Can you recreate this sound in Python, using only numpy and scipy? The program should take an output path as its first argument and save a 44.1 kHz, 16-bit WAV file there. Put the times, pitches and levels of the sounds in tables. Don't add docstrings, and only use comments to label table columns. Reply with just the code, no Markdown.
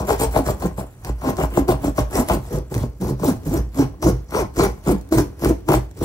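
import sys
import numpy as np
from scipy import signal
from scipy.fft import rfft, irfft, next_fast_len
from scipy.io import wavfile
from scipy.ndimage import uniform_filter1d

SR = 44100
rng = np.random.default_rng(int(sys.argv[2]) if len(sys.argv) > 2 else 0)


def attenuation_scalar(level_db):
    decades = np.asarray(level_db, float) / 20
    return 10 ** decades


def file_out(sig):
    cols = np.atleast_2d(sig).T
    lim = np.clip(cols, -1, 1)
    pcm = np.round(lim * 32767).astype(np.int16)
    wavfile.write(sys.argv[1], SR, pcm)


N = 266364
STEPS = np.arange(0, N / SR + .004, .001)


def unit(x):
    return x / np.sqrt(np.mean(x ** 2) + 1e-20)


def along(points, hz):
    f, v = np.transpose(points)
    return np.interp(np.log(hz + 1), np.log(f + 1), v)


def curves(rows):
    s, *columns = np.transpose(rows)
    return [np.interp(np.arange(N) / SR, s, column) for column in columns]


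def per_sample(*controls):
    return curves(np.transpose([STEPS, *controls]))


def filtered(x, response):
    m = next_fast_len(N + SR // 2)
    return irfft(rfft(x, m) * response(np.fft.rfftfreq(m, 1 / SR)), m)[..., :N]


def resonances(modes):
    def response(f):
        h = 0
        for k, (centre, width, db) in enumerate(modes):
            damping = 1j * f * width
            h = h + (-1) ** k * attenuation_scalar(db) * damping / (centre ** 2 - f ** 2 + damping)
        return h / np.sqrt(np.sum(abs(h) ** 2) / len(f))
    return response


def impulses(s, db):
    return np.bincount(np.round(s * SR).astype(int), attenuation_scalar(db), N)[:N]


def flutter(samples):
    once = uniform_filter1d(rng.standard_normal(N), int(samples))
    return unit(uniform_filter1d(once, int(samples)))


def patchy(x, depth_db):
    z = signal.stft(x, nperseg=256)[2]
    field = uniform_filter1d(rng.standard_normal(z.shape), size=7, axis=0)
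    field = uniform_filter1d(field, size=12, axis=1)
    return signal.istft(z * attenuation_scalar(depth_db * unit(field)), nperseg=256)[1][:N]


def slips(per_s, spread_db, smooth):
    chance, size, noise = rng.random(N), rng.standard_normal(N), rng.standard_normal(N)
    jerks = unit((chance < per_s / SR) * attenuation_scalar(spread_db * size) * np.sign(noise))
    return unit(jerks + smooth * rng.standard_normal(N))


def ports(x, left_lag_s, lean=((1000, 0),)):
    side = np.array([[.5], [-.5]])
    return filtered(x, lambda hz: attenuation_scalar(side * along(lean, hz)) * np.exp(-2j * np.pi * hz * side * left_lag_s))


# (frequency [Hz], relative gain [dB])
AIR_SPECTRUM = [(25, -52), (55, 19.5), (130, 6), (300, -1), (700, -10), (2400, -72), (8000, -82),
                (15600, -54)]


def air():
    noise = rng.standard_normal((3, N))
    both_ports = noise[0] + 0.089 * noise[1:]
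    return attenuation_scalar(-47) * unit(filtered(both_ports, lambda hz: attenuation_scalar(along(AIR_SPECTRUM, hz))))


# (frequency [Hz], 60 dB decay time [s])
ROOM_DECAY = [(100, 0.53), (1000, 0.24), (6000, 0.21), (15000, 0.2)]


def room(x):
    out, step = np.zeros((2, N + 2 * SR)), SR // 4
    delay = 200
    for at in range(0, N, step):
        hz, t, z = signal.stft(rng.standard_normal((2, SR // 2)), SR, nperseg=256)
        decay = attenuation_scalar(-60 * t / along(ROOM_DECAY, hz)[:, None])
        tail = signal.istft(z * decay, SR, nperseg=256)[1]
        wet = signal.fftconvolve(x[None, at:at + step], tail / np.linalg.norm(tail[0]), axes=1)
        out[:, at + delay:at + delay + wet.shape[1]] += wet
    return out[:, :N]


# (full contact [s], rise [s], hold [s], drumming [dB], brightness [dB], friction hiss [dB])
STROKE_ROWS = [(0, .02, 0, -13.5, -3.5, -40.5), (0.085, 0.033, 0.05, -18, -1, -36),
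               (0.202, 0.022, 0.037, -19, -0.5, -34), (0.368, 0.054, 0.01, -12.5, -1.5, -34.5),
               (0.463, .022, 0.043, -20, -6, -39), (.624, 0.055, 0.042, -20.5, -7, -46),
               (0.781, 0.016, 0.025, -26, -4.5, -47.5), (1.052, 0.028, 0.044, -30.5, -4, -50.5),
               (1.229, 0.017, 0.055, -23, 0.5, -62), (1.28, 0.066, 0.019, -19, -3.5, -39),
               (1.391, 0.032, 0.046, -18.5, -2.5, -41.5), (1.58, 0.077, 0.0098, -16.5, -7.5, -41.5),
               (1.688, 0.011, 0.03, -16, -2.5, -40), (1.843, 0.044, 0.031, -20.5, -7.5, -43.5),
               (1.988, 0.026, 0.0036, -16.5, -2, -37), (2.158, 0.049, .045, -15.5, -3.5, -36),
               (2.3, .035, 0.043, -16, -4, -36), (2.436, .05, .05, -38.5, -2.5, -53),
               (2.533, 0.051, 0.035, -17.5, -13.5, -43), (2.716, .015, 0.12, -23, -9.5, -45.5),
               (3.011, 0.0084, 0.091, -20.5, -11, -43.5), (3.249, 0.052, 0.053, -15, -8.5, -35),
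               (3.457, 0.017, .05, -24, -11.5, -45.5), (3.534, .1, 0.043, -17, -13.5, -41),
               (3.79, .045, 0.03, -16, -7.5, -36.5), (4.029, 0.011, 0.0258, -26.5, 2, -33),
               (4.07, 0.038, 0.021, -11.5, -13.5, -31.5), (4.352, 0.044, 0.048, -19.5, -1, -32.5),
               (4.566, .017, 0.014, -21.5, -7, -40.5), (4.594, 0.033, 0.054, -13.5, -3.5, -30),
               (4.874, 0.035, 0.043, -14, -10.5, -40), (5.125, 0.011, .03, -14, -14, -36),
               (5.18, .03, 0.017, -11.5, -13.5, -33.5), (5.438, 0.043, 0.06, -14.5, -13, -36),
               (5.69, .012, .02, -14, -6.5, -37.5), (5.723, 0.039, 0.028, -16.5, -10, -35),
               (5.979, .03, .02, -30.5, -14.5, -51), (6.03, 0.04, 0.026, -13, -15, -37.5)]


def stroke_controls():
    rise_db, hiss_rise_db, bend = 21.5, 17, 0.98
    drum_fall, settle_fall = 348, 120
    hiss_fall, rustle_fall = 476, 117
    settle_under_db, rustle_under_db = 16.5, 16
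    drum_rest_db, hiss_rest_db = -55, -66.5
    s, rise_s, hold_s, drum_db, bright_db, hiss_db = np.transpose(STROKE_ROWS)[:, :, None]
    early = (np.maximum(s - STEPS, 0) / np.maximum(rise_s, .003)) ** bend
    late = np.maximum(STEPS - s - hold_s, 0)
    drum_drop = np.minimum(drum_fall * late, settle_under_db + settle_fall * late)
    hiss_drop = np.minimum(hiss_fall * late, rustle_under_db + rustle_fall * late)
    drum = drum_db - rise_db * early - drum_drop
    hiss = hiss_db - hiss_rise_db * early - hiss_drop
    bright = uniform_filter1d(bright_db[drum.argmax(axis=0), 0], size=9)
    return per_sample(np.maximum(drum.max(axis=0), drum_rest_db), bright,
                      np.maximum(hiss.max(axis=0), hiss_rest_db))


# (time [s], high frequency reached best [Hz], tuft offset [dB], dull scrape offset [dB])
CONTACT_ROWS = [(0, 736, 0.5, 4.5), (.9, 690, 4.5, 8), (1.3, 820, 1, 7), (1.7, 734, 3.5, 8.5),
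                (2.3, 780, 1.5, 5.5), (2.8, 684, -1, -5), (3.3, 770.4, -1.5, -1), (3.6, 721.2, 1, 4),
                (4.05, 900, -5, -2.5), (4.4, 1010, -5.5, -0.5), (4.65, 1250, -3.5, -1.5), (4.9, 920, 3, 6),
                (5.2, 1020, -0.5, 5), (5.5, 884.3, -2.5, 0.5), (5.75, 809, 1.5, 6.5), (6.04, 777, -1, 2)]


def contact():
    return curves(CONTACT_ROWS)


# (time [s], relative level [dB], relative second mode level [dB])
SHOVE_ROWS = [(0.102, -15.5, -13), (0.259, -16, -3), (0.448, -22, -15), (0.663, -21, -1),
              (1.087, -15, -2.5), (1.428, -15, -20), (1.588, -18.5, -21), (1.7, -17, 6.5),
              (1.848, -22, 1.5), (2.003, -15.5, -5), (2.166, -22, 3), (2.3, -16.5, -17), (2.375, -28.5, 10),
              (2.535, -20.5, 8), (2.751, -18.5, 10.5), (2.822, -21.5, 6), (3.03, -23, -6),
              (3.121, -25.5, 10.5), (3.321, -31, 9), (3.448, -30.5, 5), (3.577, -13, -3.5),
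              (3.812, -25, 11), (4.036, -13.5, 4), (4.116, -21, 12), (4.358, -29, 8), (4.571, -20.5, -16),
              (4.879, -17.5, -4), (5.158, -18, 13.5), (5.449, -15, -20.5), (5.746, -16, 9)]
# (frequency [Hz], 60 dB decay time [s])
PANEL_MODES = [(57, 0.46), (125, 0.24)]


def panel():
    out, t = np.zeros(N + SR), np.arange(SR // 2) / SR
    onset = 1 - np.exp(-t / 0.0078)
    first, second = [attenuation_scalar(-60 * t / t60) * np.sin(2 * np.pi * hz * t) * onset for hz, t60 in PANEL_MODES]
    signs = rng.choice([-1, 1], len(SHOVE_ROWS))
    for (s, db, second_db), sign in zip(SHOVE_ROWS, signs):
        boom = first + attenuation_scalar(second_db - 4) * second
        out[round(s * SR):][:len(t)] += sign * attenuation_scalar(db + 0.5) * boom
    stir = attenuation_scalar(0.41 * stroke_controls()[0] - 20.5) * rng.standard_normal(N)
    return out[:N] + filtered(stir, resonances([(41.4, 10.1, -3.0), (52.5, 13.8, 5.0), (97, 45, -1.0)]))


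# (time [s], level before tick gain and filter [dB])
TICK_ROWS = [(0.091, -18), (0.196, -22), (0.458, -31), (1.0477, -20), (1.3686, -23), (1.574, -26),
             (1.6814, -18), (1.9895, -17), (2.155, -14.5), (2.2865, -11), (2.5857, -26.5), (2.742, -17.5),
             (2.7496, -20), (2.779, -20), (3.2445, -22), (3.789, -35), (4.0253, -18.5), (4.0487, -24.5),
             (4.355, -21.5), (4.567, -26.5), (4.589, -18.5), (5.012, -35), (5.09, -37), (5.124, -20),
             (5.148, -29.5), (5.185, -15), (5.2088, -22), (5.4467, -11.5), (5.688, -15), (5.72, -26.5),
             (5.7326, -15), (5.912, -34.5), (6.0264, -29)]


def friction(offset_db, spectrum, tick_db, per_s):
    level_db = stroke_controls()[2] + offset_db + 2.47 * flutter(155)
    rub = attenuation_scalar(level_db) * patchy(slips(per_s, spread_db=5.0, smooth=1.0), depth_db=3.0)
    touches = [(at - rise_s, hiss_db + 3.5) for at, rise_s, *_, hiss_db in STROKE_ROWS[1:]]
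    s, db = np.transpose(list(TICK_ROWS) + touches)
    decay = attenuation_scalar(-60 * np.arange(SR // 50) / SR / 0.014)
    cracks = signal.fftconvolve(impulses(s, db + tick_db), decay)[:N]
    return filtered(rub + cracks * rng.standard_normal(N), lambda hz: attenuation_scalar(along(spectrum, hz)))


# (frequency [Hz], relative gain [dB])
TUFT_SPECTRUM = [(5000, -10.5), (7000, -3.5), (8000, -3.5), (9000, -1), (12000, -3.5), (15600, -6)]


def tuft():
    return friction(contact()[1] + 8, TUFT_SPECTRUM, tick_db=-2.0, per_s=5000)


# (frequency [Hz], relative gain [dB])
RASP_SPECTRUM = [(3200, -33), (4200, -2), (5000, -4.5), (5800, 0.5), (6800, -8), (8500, -53)]
# (frequency [Hz], relative gain [dB])
SCRAPE_SPECTRUM = [(1000, 6), (1900, 1), (2600, -4), (3600, -7.5), (4800, -33.5)]


def rasp():
    bright = friction(5.0, RASP_SPECTRUM, tick_db=-2.0, per_s=3000)
    dull = friction(contact()[2] + 3, SCRAPE_SPECTRUM, tick_db=-3.0, per_s=1200)
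    return bright + dull


# (time [s], flutes crossed at top speed [per s], buzz level before gain and flutter [dB])
FLUTE_ROWS = [(0.108, 446, -16.5), (.234, 468, -16), (.365, 443, -21.5), (.402, 272, -19),
              (.501, 619, -24.5), (.656, 183, -20.5), (1.276, 269, -18), (1.396, 386, -23),
              (1.434, 127, -22), (1.579, 410, -20.5), (1.596, 286, -14.5), (1.694, 360, -15),
              (1.729, 132, -25), (1.846, 302, -24), (1.88, 303, -18), (2.012, 120, -19), (2.158, 402, -20),
              (2.198, 258, -15.5), (2.305, 350, -19), (2.336, 366, -24), (2.366, 151, -25),
              (2.555, 156, -25.5), (2.794, 114, -19.5), (2.842, 248, -26), (3.026, 197, -20),
              (3.07, 310, -25), (3.118, 145, -22), (3.225, 186, -24), (3.265, 340, -21), (3.29, 270, -14),
              (3.318, 185, -20), (3.337, 118, -19.5), (3.481, 163, -17.5), (3.522, 270, -22),
              (3.546, 337, -15), (3.6, 130, -22), (3.801, 281, -11.5), (3.865, 135, -25.5),
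              (4.057, 349, -7.5), (4.093, 392, -22.5), (4.355, 427, -23.5), (4.375, 560, -22),
              (4.395, 500, -21), (4.417, 384, -18.5), (4.445, 160, -27.5), (4.596, 351, -14.5),
              (4.627, 430, -15), (4.655, 380, -20.5), (4.902, 366, -13), (4.939, 197, -17),
              (5.125, 334, -10.5), (5.152, 330, -18), (5.188, 353, -13), (5.223, 304, -23),
              (5.445, 357, -16.5), (5.5, 332, -11.5), (5.717, 387, -18.5), (5.744, 322, -14.5),
              (5.695, 330, -17), (5.769, 370, -21.5), (6.034, 337, -20.5)]


def flutes():
    rise, fall, hold_s = 649.5, 550, 0.00802
    speeding, slowing = 3, 3
    s, top_per_s, top_db = np.transpose(FLUTE_ROWS)[:, :, None]
    before, after = np.maximum(s - STEPS, 0), np.maximum(STEPS - s, 0)
    level = top_db - rise * before - fall * np.maximum(STEPS - s - hold_s, 0)
    arch = top_per_s * np.exp(-speeding * before - slowing * after)
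    weight = attenuation_scalar(2 * (level - level.max(axis=0)))
    speed = np.sum(weight * arch, axis=0) / np.sum(weight, axis=0)
    per_s, buzz_db = per_sample(uniform_filter1d(speed, size=11), level.max(axis=0))
    phase = 2 * np.pi * np.cumsum(per_s * (1 + 0.0501 * flutter(148.5))) / SR
    shape = np.sin(phase) + 0.16 * np.sin(2 * phase) + 0.03 * np.sin(3 * phase)
    crests = unit(np.diff(np.floor(phase / (2 * np.pi)), prepend=0))
    limited_db = np.minimum(buzz_db, stroke_controls()[0] + 4)
    return attenuation_scalar(limited_db + 2.0 + 3.05 * flutter(100)) * [shape, crests]


# (time [s], level before gain and resonance [dB], brightness [dB])
SNAG_ROWS = [(0.093, -5.5, 2.5), (0.105, -7, 8), (0.195, -2, -14), (0.207, -1, -19), (0.362, -4.5, 2.5),
             (0.47, -8, -15), (0.486, -6.5, -1), (0.623, -11.5, -0.5), (0.649, -0.5, -17),
             (0.779, -7.5, -9.5), (1.092, -3, -12.5), (1.218, -21, 2), (1.297, -24, -6), (1.386, -4, -10),
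             (1.436, -5, -1.5), (1.573, 6.5, -8.5), (1.686, 3, -8), (1.72, -3, -6), (1.842, -5, -6),
             (1.982, 4.5, -7.5), (2.154, -7, -14), (2.285, -20, -9), (2.298, 0, -3), (2.711, -12, -20),
             (3.016, -16, -16), (3.105, 0, -34), (3.196, -12, -10.5), (3.246, 2, -12), (3.289, -13, -22),
             (3.463, -5.5, -27), (3.789, 4, -17), (4.028, -4, -5), (4.054, -3.5, -30), (4.321, -8.5, -10),
             (4.348, -15, 8), (4.567, -2.5, -17), (4.625, -7, -19.5), (4.876, 4, -15), (4.89, 0, -8.5),
             (5.124, -5, -4), (5.183, -2, -4), (5.435, 0, -17), (5.456, 4, -12), (5.493, 3.5, -29.5),
             (5.687, 4.5, -7), (5.706, -3, -3.5), (5.721, 4.5, -6), (5.739, -5, 6.5)]
# (frequency [Hz], width [Hz], relative level [dB])
LOW_MODES = [(126.7, 25.2, 1), (201.1, 16.2, 1.5), (280.7, 18.5, 2), (355, 59.7, -0.5), (402.4, 49.2, 0),
             (492, 43.2, -3.5)]
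# (frequency [Hz], width [Hz], relative level [dB])
HIGH_MODES = [(623.5, 57.5, 0), (796, 79, -0.5), (855, 93, -0.5), (1054, 112, -3), (1410, 214, -7.5),
              (1865, 460, -13.5), (2110, 420, -5.5)]


def wall():
    drum_db, bright_db = stroke_controls()[:2]
    force = slips(per_s=270, spread_db=6, smooth=0.48)
    s, db, snag_bright_db = np.transpose(SNAG_ROWS)
    low = attenuation_scalar(drum_db - 5.0) * force + impulses(s, db + 6.0)
    buzz, crests = flutes()
    high = attenuation_scalar(drum_db + bright_db - 6.5) * force
    high = high + attenuation_scalar(bright_db - 15.5) * crests
    high = high + impulses(s, db + snag_bright_db + 9)
    favoured_hz = contact()[0]
    out = filtered(low, resonances(LOW_MODES)) + buzz
    for k, (hz, width, mode_db) in enumerate(HIGH_MODES):
        reach = attenuation_scalar(-6.5 * np.log2(hz / favoured_hz) ** 2)
        out = out + (-1) ** k * attenuation_scalar(mode_db) * filtered(high * reach, resonances([(hz, width, 0)]))
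    return out


# (frequency [Hz], level difference [dB])
DRUM_LEAN = [(80, -2.5), (340, -0.5), (900, 5.5), (1400, 11.5), (2200, 4)]


def scene():
    drum, grate, hiss = wall(), rasp(), tuft()
    near = ports(drum, -0.0002, DRUM_LEAN)
    near = near + ports(panel(), -0.000079, [(40, -0.82), (125, -1.2)])
    near = near + ports(grate, -0.00016) + ports(hiss, 0.0002575)
    thinned = filtered(drum, lambda hz: np.clip(hz / 900, .15, 1))
    return near + room(attenuation_scalar(-9.0) * thinned + attenuation_scalar(-4.0) * grate + attenuation_scalar(-12.5) * hiss) + air()


def roll_off(x):
    return signal.sosfilt(signal.butter(12, 17010, fs=SR, output="sos"), x)


def record(dry):
    x = filtered(dry, lambda hz: (hz < 15750) * hz ** 2 / (hz ** 2 - 1.3j * hz * 36 - 36 ** 2))
    soft = x / (1 + abs(x) ** 6) ** (1 / 6)
    return roll_off(soft)


dry = scene()
out = record(dry)
file_out(out)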